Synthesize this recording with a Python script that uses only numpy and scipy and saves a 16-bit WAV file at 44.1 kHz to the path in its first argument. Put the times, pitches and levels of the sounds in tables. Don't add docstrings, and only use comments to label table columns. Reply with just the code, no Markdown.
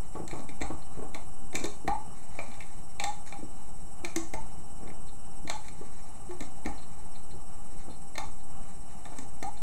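import sys
import numpy as np
from scipy import signal
from scipy.fft import rfft, irfft, next_fast_len
from scipy.io import wavfile
from scipy.ndimage import uniform_filter1d, map_coordinates

SR = 44100
rng = np.random.default_rng(int(sys.argv[2]) if len(sys.argv) > 2 else 0)


def unload_wav(signal):
    wavfile.write(
        sys.argv[1],
        SR,
        np.round(np.clip(np.atleast_2d(signal).T, -1, 1) * 32767).astype(np.int16),
    )


N = 424241

# (time [s], relative recoil level [dB], thud pitch [Hz], relative song level [dB],
# song pitch at 60 % of the slide [Hz], share by which the pitch rises [1], slide length [s])
RELEASES = [(0.6127, -27, 320, -41, 799, 0.079, 0.056), (1.878, -27.5, 313, -22, 827, 0.12, .076),
            (3.001, -51, 316, -34, 805, .03, .036), (3.036, -40.5, 316, -28.5, 810.5, 0.1, .068),
            (3.325, -54, 316, -41, 802, 0.093, 0.049), (4.336, -32.5, 319, -36, 863, 0.086, 0.065),
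            (5.496, -56, 316, -36.5, 836, 0.12, 0.069), (6.658, -27, 302, -39, 811, 0.082, .06),
            (8.18, -44, 316, -36, 815, 0.089, .064), (9.426, -35.5, 318, -32, 789, .17, 0.067)]
# (frequency [Hz], width [Hz], relative level [dB])
HOOK_MODES = [(1805, 56, 10.5), (2115, 91, 8.5), (2344, 73, 9), (2670, 80, 1)]
PIN_MODES = [(3625, 135, 7), (4150, 72, 8.5), (4660, 100, -1)]
LOOM_MODES = [(672, 150, 3), (879, 85, 1.5), (1113, 89, -3.5)]
# (frequency [Hz], relative density [dB per Hz])
RUSTLE_SPECTRUM = [(1400, -0.5), (1900, 8), (2350, 8.5), (3100, -29), (3600, 1.5), (4150, 3.5),
                   (4700, -7.5), (7000, 4), (12000, -69)]
FIZZ_SPECTRUM = [(3000, -77), (4900, -8.5), (5600, 2.5), (6400, -6), (7500, 10), (8300, 7.5), (9000, 1.5),
                 (9600, 3), (11200, 1), (12200, -12.5), (14000, -22), (17000, -17)]

PIN_FOCUS_HZ_PER_DB = 89


def amp(db):
    return 10 ** (np.asarray(db) / 20)


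def unit(x):
    return x / np.sqrt(np.mean(x ** 2) + 1e-20)


def along(points, hz):
    f, v = np.transpose(points)
    return np.interp(np.log(hz + 1), np.log(f + 1), v)


def filtered(x, response):
    m = next_fast_len(len(x) + 8192)
    freqs_hz = np.fft.rfftfreq(m, 1 / SR)
    return irfft(rfft(x, m) * response(freqs_hz), m)[:len(x)]


def noise(spectrum):
    return unit(filtered(rng.standard_normal(N), lambda hz: amp(along(spectrum, hz))))


def wobble(rate_hz, t):
    return map_coordinates(rng.standard_normal(4096), [t * rate_hz], mode="wrap")


def add(track, s, sound):
    part = track[max(round(s * SR), 0):][:len(sound)]
    part += sound[:len(part)]


def resonance(modes, f):
    total = 0
    for k, (centre, width, db) in enumerate(modes):
        damping = 1j * f * width
        total = total + (-1) ** k * amp(db) * damping / (centre * centre - f * f + damping)
    return total


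def favour(modes, favoured_hz, focus_hz_per_db):
    return [(hz, width, db - abs(hz - favoured_hz) / focus_hz_per_db) for hz, width, db in modes]


def strike(modes, contact_s):
    u = np.arange(SR // 8 * 2) / SR / contact_s
    press = u * np.exp(-u ** 2 / 2)
    grit = rfft(rng.standard_normal(len(u)) * press)
    flat_grit = irfft(grit / (np.abs(grit) + 1e-12), len(u))
    force = flat_grit * np.sqrt(press)
    ring = filtered(force, lambda hz: resonance(modes, hz))
    return ring / np.sqrt(uniform_filter1d(ring ** 2, SR // 200).max())


def strokes(rows, attack_s, t60_s):
    t = np.arange(N) / SR
    total = np.zeros(N)
    for s, length, db in rows:
        decay = amp(db - 60 * np.maximum(t - s - length, 0) / t60_s)
        attack = np.clip(1 + (t - s) / attack_s, 0, 1) ** 2
        total += decay * attack
    return total


def slips(swell_db=4.5, seat_s=0.002, ring_db=-25, ring_s=0.035):
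    out, t = np.zeros(N), np.arange(SR // 3) / SR
    for s, _, _, db, hz, rise, length in RELEASES:
        travel = np.minimum(t / length, 1)
        seated_s = np.maximum(t - length, 0)
        fade = np.exp(-seated_s / seat_s) + amp(ring_db) * np.exp(-seated_s / ring_s)
        swell = amp(swell_db * (travel - 2)) * (1 - np.exp(-t / 0.0057)) * fade
        unsteady = 1 - .65 * travel
        waver = .036 * unsteady * wobble(200, t)
        stutter = amp(6.5 * unsteady * np.tanh(wobble(190, t)))
        pitch_hz = hz * (1 + rise * (travel - .6) + waver)
        voice = stutter * np.sin(2 * np.pi * np.cumsum(pitch_hz) / SR)
        add(out, s, amp(db) * swell * voice / np.std(voice[t < length]))
    return out


def clicks():
    # (time [s], hook level [dB], its favoured pitch [Hz], pin level [dB], its favoured pitch [Hz],
    # tip level [dB], its favoured pitch [Hz], crack level [dB], loom level [dB])
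    click_rows = [(0.277, -50.5, 1990, -50, 4060, -42.5, 7800, -45.5, -55),
                  (.311, -42, 2140, -51, 3920, -58, 7500, -57, -46),
                  (.489, -46, 2220, -54, 3920, -60, 7500, -58, -53),
                  (.606, -47, 2330, -58, 3900, -55, 7400, -61, -52),
                  (.6145, -37.5, 2180, -46, 4000, -46, 7700, -61, -36),
                  (0.6203, -37.5, 2060, -43.5, 4050, -40, 7500, -59, -48),
                  (1.145, -39.5, 2250, -43.5, 3900, -56, 6200, -47.5, -46),
                  (1.529, -47, 2170, -53, 3900, -60, 6900, -58, -46),
                  (1.545, -48, 2320, -55, 3800, -55, 7500, -50, -46),
                  (1.5524, -32, 2400, -37, 3700, -39.5, 7500, -33.5, -46),
                  (1.564, -50, 2340, -58, 3800, -50, 6900, -52, -55),
                  (1.569, -49, 2310, -63, 3800, -42, 8300, -48, -50),
                  (1.596, -57, 2050, -60, 3900, -48, 7300, -45, -56),
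                  (1.639, -47, 2200, -49, 4460, -45, 7430, -39.5, -48),
                  (1.642, -45, 2190, -37, 4150, -48, 7430, -44, -50),
                  (1.654, -45, 2350, -64, 4500, -42, 6000, -39.5, -46),
                  (1.877, -32, 2030, -44.5, 4150, -62, 7500, -46, -29.5),
                  (2.388, -35.5, 2380, -56, 4000, -60, 7500, -60, -38.5),
                  (2.515, -54, 2280, -56, 3930, -70, 7500, -68, -55),
                  (2.54, -59, 2200, -55, 3700, -70, 7500, -70, -64),
                  (2.604, -42.5, 2350, -56, 3830, -64, 7500, -56, -61),
                  (2.623, -52, 2080, -54, 3650, -70, 7500, -66, -65),
                  (2.9977, -31.5, 2400, -35.5, 4080, -38, 7500, -46, -37),
                  (3.0379, -33.5, 2030, -33, 3950, -35, 7700, -37, -36),
                  (3.323, -42, 2350, -50, 3830, -62, 7500, -60, -43),
                  (4.047, -32.5, 2360, -42, 4030, -42, 7540, -41, -45),
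                  (4.16, -36, 1970, -41, 4000, -50, 7170, -30, -40),
                  (4.336, -39, 2080, -52, 4300, -50, 7570, -45, -38),
                  (4.874, -52, 2120, -58.5, 3860, -72, 7500, -72, -55),
                  (4.9, -50.5, 2120, -70, 3900, -68, 7500, -64, -53),
                  (5.474, -41, 2120, -45, 3980, -56, 7300, -53, -45),
                  (5.4973, -35.5, 2110, -33.5, 4100, -37.5, 7250, -38.5, -34.5),
                  (5.682, -47.5, 2250, -52.5, 3960, -58, 7500, -53, -52),
                  (6.308, -54, 1890, -74, 3900, -72, 7500, -71, -46),
                  (6.405, -44.5, 2010, -46.5, 3830, -48, 7600, -45.5, -48),
                  (6.423, -48, 2070, -62, 3900, -55, 7500, -52, -49),
                  (6.649, -50, 2190, -59, 3900, -70, 7500, -66, -52),
                  (6.658, -37.5, 1980, -49, 4230, -48, 6030, -46, -46),
                  (8.154, -43, 2110, -48.5, 4150, -56, 6700, -52, -44.5),
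                  (8.179, -35, 2110, -38.5, 4030, -46, 6660, -40, -35.5),
                  (9.053, -50, 1780, -53.5, 3600, -64, 7500, -60, -55),
                  (9.185, -48.5, 2020, -54, 3970, -45.5, 8450, -45, -54),
                  (9.426, -41, 1970, -47.5, 4370, -54, 6000, -43, -41)]
    out = np.zeros(N)
    for s, *contact in click_rows:
        add(out, s - .0008, click(*contact))
    return out


def click(hook_db, hook_hz, pin_db, pin_hz, tip_db, tip_hz, crack_db, body_db):
    # (frequency [Hz], width [Hz], relative level [dB])
    tip_modes = [(6060, 130, -1), (6420, 210, 1.5), (7150, 190, -3), (7670, 120, 0.5), (8400, 200, -4)]
    crack_modes = [(6230, 1120, 5.5), (7260, 1980, 6.5), (7770, 700, 8.5), (10830, 1040, -11),
                   (12350, 2900, -13.5)]
    rasp_modes = [(1230, 1160, -7), (2580, 830, -4), (4600, 2000, -8)]
    rasp_db = (hook_db + crack_db) / 2 - 6.5
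    hook = amp(hook_db) * strike(favour(HOOK_MODES, hook_hz, focus_hz_per_db=43.8), contact_s=0.0021)
    pins = amp(pin_db) * strike(favour(PIN_MODES, pin_hz, PIN_FOCUS_HZ_PER_DB), contact_s=0.0018)
    tip = amp(tip_db) * strike(favour(tip_modes, tip_hz, focus_hz_per_db=120), contact_s=0.0018)
    crack = amp(crack_db) * strike(crack_modes, contact_s=0.0027)
    rasp = amp(rasp_db) * strike(rasp_modes, contact_s=0.005)
    body = amp(body_db) * strike(LOOM_MODES, contact_s=0.0017)
    return hook + pins + tip + crack + rasp + body


def knocks(lead_s=0.00276, recoil_hard_db=1.5, pitch_scatter=0.011, top_hz=2600):
    # (time [s], relative level [dB], hardness [dB], thud pitch [Hz])
    knock_rows = [(.149, -32.5, 4.5, 329), (.165, -37, -2, 444), (.197, -30, -7, 340),
                  (0.229, -38, -8, 300), (.328, -31.5, 3.5, 343), (0.346, -38, -11, 316),
                  (0.389, -35.5, 2.5, 250), (.431, -48, 9, 313), (0.487, -38.5, -16, 292),
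                  (.632, -45, 2, 292), (.647, -46, 11, 313), (.699, -30, 5, 315), (.708, -37, -4, 316),
                  (0.979, -35, -18, 280), (1.02, -35.5, 6, 430), (1.042, -40, 3, 316),
                  (1.147, -40, 10.5, 307), (1.541, -31, -12, 324), (1.596, -36.5, -17, 275),
                  (1.639, -27, 1.5, 345), (1.843, -32.5, -21, 325), (2.387, -36, 5, 580),
                  (2.479, -44.5, -14, 230), (3.385, -41, -22, 318), (3.424, -34.5, -15, 332),
                  (4.037, -38.5, 9, 310), (4.161, -33, -5, 292), (5.446, -36.5, -8, 299),
                  (5.809, -35, -4.5, 392), (6.404, -32, -7.5, 307), (7.879, -38, -2, 297),
                  (9.055, -46.5, 14, 316), (9.118, -43, 8, 316), (9.183, -38.5, -5, 290),
                  (9.227, -43, -7, 332)]
    # (frequency [Hz], width [Hz], relative level [dB])
    table_modes = [(108, 118, -8), (423, 25, -4.5), (586, 96, -18)]
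    out = np.zeros(N)
    recoils = [(s - lead_s, db, recoil_hard_db, hz) for s, db, hz, *_ in RELEASES]
    for s, db, hard_db, hz in knock_rows + recoils:
        softness = np.clip(-hard_db / 20, 0, 1)
        thud_hz = hz * np.exp(pitch_scatter * rng.standard_normal())
        wood_modes = [(thud_hz, 48, 2)] + table_modes
        wood = amp(-3.5) * strike(wood_modes, contact_s=0.0038 + 0.0022 * softness)
        shell = amp(hard_db - 13.5) * strike(LOOM_MODES, contact_s=0.0087)
        add(out, s - .001, amp(db) * (wood + shell))
    return filtered(out, lambda hz: 1 / (1 + 1j * hz / top_hz))


def shakes(hz=48, t60_s=0.27, sway_db=-1):
    out, t = np.zeros(N), np.arange(SR // 2) / SR
    for s, recoil_db, *_ in RELEASES:
        level = amp(recoil_db + sway_db - 60 * t / t60_s)
        add(out, s, level * (1 - np.exp(-t / 0.012)) * np.sin(2 * np.pi * hz * t))
    return out


def twangs():
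    # (time [s], level [dB], pitch [Hz], time that the hook keeps it going [s], t60 [s])
    twang_rows = [(1.645, -33, 412, 0.013, .15), (4.036, -35, 343.5, 0.0082, 0.18),
                  (4.162, -22.5, 329, .001, 0.21), (6.291, -37.5, 357, 0.023, .26)]
    out, t = np.zeros(N), np.arange(SR // 2) / SR
    for s, db, hz, hold_s, t60_s in twang_rows:
        swing = amp(-60 * np.maximum(t - hold_s, 0) / t60_s)
        phase = 2 * np.pi * np.cumsum(hz * (1 + 0.0019 * swing)) / SR
        add(out, s, amp(db) * swing * (1 - np.exp(-t / 0.0017)) * np.sin(phase))
    return out


def scrapes(bright_db=-5):
    # (start [s], length [s], level [dB])
    scrape_rows = [(.29, .12, -57), (.625, .02, -58), (1.565, .07, -57), (3.045, .035, -56),
                   (2.42, 0.31, -62.5), (3.265, 0.035, -56.5), (5.645, 0.021, -51.5), (6.294, .025, -58),
                   (8.63, .03, -66), (9.06, 0.18, -62.5)]
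    catches = amp(8 * np.tanh(wobble(260, np.arange(N) / SR) - .5))
    rub = noise(RUSTLE_SPECTRUM) + amp(bright_db) * noise(FIZZ_SPECTRUM)
    return strokes(scrape_rows, attack_s=0.013, t60_s=0.035) * unit(catches * rub)


def grazes(hook_db=-6, pin_hz=4150):
    # (start [s], length [s], relative level [dB])
    graze_rows = [(.824, .006, -57), (5.075, .02, -62), (6.78, 0.014, -58.5), (6.825, 0.013, -59),
                  (7.156, 0.0063, -56), (7.31, 0.0093, -60), (7.9, 0.047, -63), (8.39, .025, -67),
                  (9.574, .006, -57)]

    def rubbed(modes):
        return unit(filtered(rng.standard_normal(N), lambda hz: resonance(modes, hz)))

    envelope = strokes(graze_rows, attack_s=0.011, t60_s=0.043)
    pin = rubbed(favour(PIN_MODES, pin_hz, PIN_FOCUS_HZ_PER_DB))
    return envelope * (pin + amp(hook_db) * rubbed(HOOK_MODES))


def scuffs(jerks_per_s=85, slide_db=-8):
    # (start [s], length [s], relative level [dB])
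    scuff_rows = [(.19, 0.023, -42), (.335, 0.078, -44), (.985, 0.039, -39), (1.555, 0.086, -37),
                  (4.82, 0.091, -43), (6.665, 0.016, -41), (7.885, .02, -45), (9.07, 0.2, -59)]
    # (frequency [Hz], relative density [dB per Hz])
    scuff_spectrum = [(88, -30), (150, -4.5), (433, -4.5), (540, -12.5), (770, -11), (952, -25.5),
                      (1120, -22), (1400, -26), (2500, -30), (3250, -87), (5500, -120)]
    gaps_s = rng.uniform(.3, 1.7, 4096) / jerks_per_s
    sizes = amp(rng.uniform(-5, 5, 4096))
    jerks = np.bincount((np.cumsum(gaps_s) * SR).astype(int), sizes, N)[:N]
    knocking = unit(filtered(jerks - jerks.mean(), lambda hz: amp(along(scuff_spectrum, hz))))
    envelope = strokes(scuff_rows, attack_s=0.06, t60_s=0.17)
    return amp(-8.0) * envelope * (knocking + amp(slide_db) * noise(scuff_spectrum))


def fidgets():
    t = np.arange(N) / SR
    pressure = amp(3 * wobble(3, t) + 3.5 * wobble(30, t))
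    return amp(-68.0) * unit(pressure * noise(RUSTLE_SPECTRUM))


def room(x):
    # (frequency [Hz], t60 [s])
    decay_points = [(200, 0.28), (800, 0.35), (2200, 0.35), (4000, 0.34), (7000, 0.43), (14000, 0.11)]
    # (frequency [Hz], relative level [dB])
    colour_points = [(200, 2), (400, -6), (800, 2), (1200, 6), (1900, -7.5), (2400, -4.5), (4000, -4),
                     (7000, -4), (13000, -6)]
    block = SR // 8
    starts = range(0, N, block)
    hz, t, z = signal.stft(rng.standard_normal((len(starts), SR // 3)), SR, nperseg=256)
    decay = amp(-60 * t / along(decay_points, hz)[:, None])
    tails = signal.istft(z * decay, SR, nperseg=256)[1]
    tails = tails * np.clip(np.arange(tails.shape[1]) / SR / 0.0029, 0, 1) ** 2
    wet = np.zeros(N)
    for start, tail in zip(starts, tails):
        add(wet, start / SR, signal.fftconvolve(x[start:start + block], tail / np.linalg.norm(tail)))
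    return filtered(wet, lambda hz: amp(along(colour_points, hz)))


def background():
    # (frequency [Hz], relative density [dB per Hz])
    rumble_spectrum = [(1, 9.5), (5, -7), (8, -11), (15, -3), (24, -16), (33, -18), (46, -21.5),
                       (62, -22.5), (120, -33.5), (165, -24), (230, -34), (400, -35.5), (600, -45.5),
                       (1000, -118)]
    hiss_spectrum = [(200, 15.5), (500, -5), (680, 12), (800, 14.5), (870, 7), (970, 3.5), (1150, 8.5),
                     (1500, -3.5), (2200, -16), (3000, 0.5), (3300, -30), (4100, -41), (4800, -53),
                     (7000, -57)]
    t = np.arange(N) / SR
    rumble = amp(-36.5 + 1.6 * wobble(14, t)) * noise(rumble_spectrum)
    hiss = amp(-53.5 + 1.2 * wobble(9.0, t)) * noise(hiss_spectrum)
    fizz = amp(-60.0) * noise(FIZZ_SPECTRUM)
    return rumble + hiss + fizz + whine()


def whine():
    # (rms level before flutter and wavering [dB], flutter depth, capped below at 0.8 [1])
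    tone_rows = [(-64.5, 0), (-64.5, 0.33), (-73.5, 0.75), (-69, 1), (-65, 0.77), (-72.5, 0.7),
                 (-74.5, .45)]
    tone_hz = [797, 865, 5512.5, 8000, 8269, 10000, 11025]
    t = np.arange(N) / SR
    flutter = np.sin(2 * np.pi * 16.6 * t + .35 * wobble(9, t))
    out = np.zeros(N)
    for hz, (db, depth) in zip(tone_hz, tone_rows):
        ragged = amp(2.5 * wobble(55, t))
        phase = 2 * np.pi * hz * t + .25 * wobble(70, t)
        out += amp(db) * np.sqrt(2) * (1 + min(depth, .8) * flutter) * ragged * np.sin(phase)
    return out


def scene():
    contacts = clicks() + knocks() + scuffs() + scrapes() + grazes() + fidgets()
    twang, song = twangs(), slips()
    wet = amp(-2.0) * room(contacts + amp(-10.0) * twang + amp(-9.5) * song)
    return (contacts + twang + song + wet + shakes() + background())[None]


def record(dry, top_hz=17250, offset=-.0738):
    return filtered(dry[0], lambda hz: hz < top_hz)[None] + offset


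dry = scene()
out = record(dry)
unload_wav(out)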